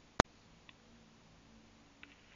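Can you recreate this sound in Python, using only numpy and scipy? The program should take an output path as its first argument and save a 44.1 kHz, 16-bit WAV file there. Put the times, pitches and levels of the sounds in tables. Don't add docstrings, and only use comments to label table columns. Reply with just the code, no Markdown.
import sys
import numpy as np
from scipy import signal
from scipy.fft import rfft, irfft
from scipy.io import wavfile
from scipy.ndimage import uniform_filter1d

SR = 44100
rng = np.random.default_rng(int(sys.argv[2]) if len(sys.argv) > 2 else 0)


def unload_audio(sound):
    columns = np.transpose(np.atleast_2d(sound))
    steps = np.round(np.clip(columns, -1, 1) * 32767)
    wavfile.write(sys.argv[1], SR, steps.astype(np.int16))


N = 103635


def undb(db):
    return 10 ** (np.asarray(db) / 20)


def unit(x):
    return x / np.sqrt(np.mean(x ** 2) + 1e-20)


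def curve(rows):
    return np.interp(np.arange(N) / SR, *np.array(rows).T)


def colour(x, spectrum):
    hz, db = np.array(spectrum).T
    bin_hz = np.maximum(np.fft.rfftfreq(N, 1 / SR), 1)
    gain = undb(np.interp(np.log(bin_hz), np.log(hz), db))
    return unit(irfft(rfft(x - x.mean()) * gain, N))


def lowpass(x, cutoff_hz, order):
    bin_hz = np.fft.rfftfreq(N, 1 / SR)
    return irfft(rfft(x) / np.sqrt(1 + (bin_hz / cutoff_hz) ** (2 * order)), N)


def wander(rate_per_s):
    hold = max(int(SR / rate_per_s), 2)
    steps = rng.standard_normal(200)[np.arange(N) // hold % 200]
    return unit(uniform_filter1d(uniform_filter1d(steps, hold), hold))


def hiss(level_db=-63.5, wander_db=1.5):
    # freq_hz, gain_db
    spectrum = [(10, 0.5), (30, -3), (100, -3), (250, -2.5), (400, -6), (700, -8.5), (1000, -9),
                (1500, -13.5), (2400, -13.5), (3500, -15.5), (5000, -18.5), (7000, -19)]
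    noise = undb(level_db) * colour(rng.standard_normal(N), spectrum)
    bass = lowpass(noise, cutoff_hz=90, order=3)
    bass_gain = undb(wander_db * wander(rate_per_s=15))
    return noise + bass * (bass_gain - 1)


def hum_partial(pitch_hz, level_db, waver_db, drift=0.01415, rate_per_s=19):
    phase = 2 * np.pi * np.cumsum(pitch_hz * (1 + drift * wander(rate_per_s))) / SR
    return undb(level_db + waver_db * wander(rate_per_s)) * np.sqrt(2) * np.sin(phase)


def hum():
    # time_s, low_db, middle_db, high_db
    swells = [(0, -70, -72.5, -74), (0.399, -79.5, -75.5, -83), (.56, -69.5, -73, -88),
              (.7, -74.5, -77.5, -76.5), (.87, -80, -66, -82), (1.04, -70, -63.5, -82),
              (1.22, -77, -76, -85), (1.32, -72, -76.5, -80), (1.45, -72.5, -73, -66.5),
              (1.53, -75, -64.5, -73), (1.7, -87, -73, -75), (1.83, -79.5, -67.5, -74),
              (1.95, -81.5, -77.5, -72), (2.09, -79, -73, -68), (2.2, -80, -80.5, -78),
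              (2.35, -89, -76, -78)]
    # pitch_hz, level_db, waver_db
    faint_partials = [(54, -76.5, 3), (105.7, -78, 3), (492, -85, 3.5)]
    strong = sum(hum_partial(pitch_hz, curve(np.array(swells)[:, [0, column]]), waver_db=2)
                 for column, pitch_hz in enumerate((162, 225.7, 282), start=1))
    return strong + sum(hum_partial(*row) for row in faint_partials)


def dropout(t, start_s=0.184, end_s=0.247, edge_s=0.0091):
    return np.clip(np.maximum(start_s - t, t - end_s) / edge_s + 0.5, 0, 1)


def click(t, centre_s=0.20057):
    # freq_hz, gain_db
    fizz_spectrum = [(30, 2), (500, -2.5), (1500, -3.5), (3000, -9), (7000, -9.5)]
    pulse_db, width_ms, edge_ms = -3, 0.372, 0.051
    fizz_db, lag_s, spread_s = -37.5, 0.00046, 0.0068
    offset_ms = 1000 * abs(t - centre_s)
    pulse = np.clip((width_ms / 2 - offset_ms) / edge_ms + 0.5, 0, 1)
    envelope = np.exp(-((t - centre_s - lag_s) / spread_s) ** 4)
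    fizz = envelope * colour(rng.standard_normal(N), fizz_spectrum)
    return undb(fizz_db) * fizz - undb(pulse_db) * pulse


def friction(levels, spectrum, slips_per_s=2200):
    slips = (rng.random(N) < slips_per_s / SR) * rng.standard_normal(N)
    return undb(curve(levels)) * colour(slips, spectrum)


def leaf_rustle():
    # time_s, level_db
    levels = [(.25, -88), (.3, -77), (.35, -74), (.42, -70.5), (.49, -82), (.55, -97)]
    # freq_hz, gain_db
    spectrum = [(3000, -26.5), (3900, -8.5), (4300, -2), (4700, -7.5), (6000, -15)]
    return friction(levels, spectrum)


def mode(age_s, freq_hz, gain_db, t60_s):
    return undb(gain_db) * np.exp(-np.log(1000) * age_s / t60_s) * np.sin(2 * np.pi * freq_hz * age_s)


def ticks(t, width_octaves=0.5, attack_s=0.00026, room_db=-9, room_t60_s=0.087):
    # start_s, level_db, pitch_hz, thud_relative_db
    contacts = [(0.6913, -41.5, 2200, -9), (0.6925, -37, 3360, -22), (0.7988, -61, 990, -5),
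                (2.0335, -34, 2630, -19), (2.0359, -42.5, 1440, -27), (2.118, -45, 2680, -27),
                (2.3354, -50, 2800, -23)]
    # freq_hz, gain_db, t60_s
    wood_modes = [(1480, -6.5, 0.012), (2000, -4.5, 0.015), (2350, -0.5, 0.013), (2640, 6.5, 0.0083),
                  (3026, -2, 0.013), (3424, 5.5, 0.0071)]
    # freq_hz, gain_db, t60_s
    bending_modes = [(323, -2.5, .025), (635, -6, 0.015), (1110, 0, .02)]
    direct = np.zeros(N)
    for start_s, level_db, pitch_hz, thud_relative_db in contacts:
        age_s = np.maximum(t - start_s, 0)
        ring = np.zeros(N)
        for freq_hz, gain_db, t60_s in wood_modes:
            detuning = np.log2(freq_hz / pitch_hz) / width_octaves
            ring += mode(age_s, freq_hz, gain_db, t60_s) / (1 + detuning ** 2) ** 2
        ring *= 1 - np.exp(-age_s / attack_s)
        thud = sum(mode(age_s, *row) for row in bending_modes)
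        direct += undb(level_db) * (ring / abs(ring).max() + undb(thud_relative_db) * thud)
    tail = rng.standard_normal(N) * np.exp(-np.log(1000) * t / room_t60_s)
    room = signal.fftconvolve(direct, tail / np.linalg.norm(tail))[:N]
    return lowpass(direct + undb(room_db) * room, cutoff_hz=3880, order=12)


def stick_scrape():
    # time_s, level_db
    levels = [(1.95, -90), (2.04, -84), (2.095, -67.5), (2.125, -61), (2.15, -72.5), (2.2, -69.5),
              (2.295, -70.5), (2.315, -62.5), (2.35, -62)]
    # freq_hz, gain_db
    spectrum = [(500, -31), (1500, 2.5), (2300, 5), (2900, 8), (3800, -15), (6000, -22.5)]
    return friction(levels, spectrum)


def scene():
    t = np.arange(N) / SR
    plant = ticks(t) + stick_scrape() + leaf_rustle()
    return (dropout(t) * (hiss() + hum() + plant) + click(t))[None]


def record(dry):
    clip_level = 0.712
    narrow = lowpass(dry[0], cutoff_hz=7080, order=80)
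    clipped = np.clip(narrow, -clip_level, clip_level)
    softened = lowpass(clipped, cutoff_hz=10900, order=4)
    return lowpass(softened, cutoff_hz=15800, order=60)[None]


dry = scene()
out = record(dry)
unload_audio(out)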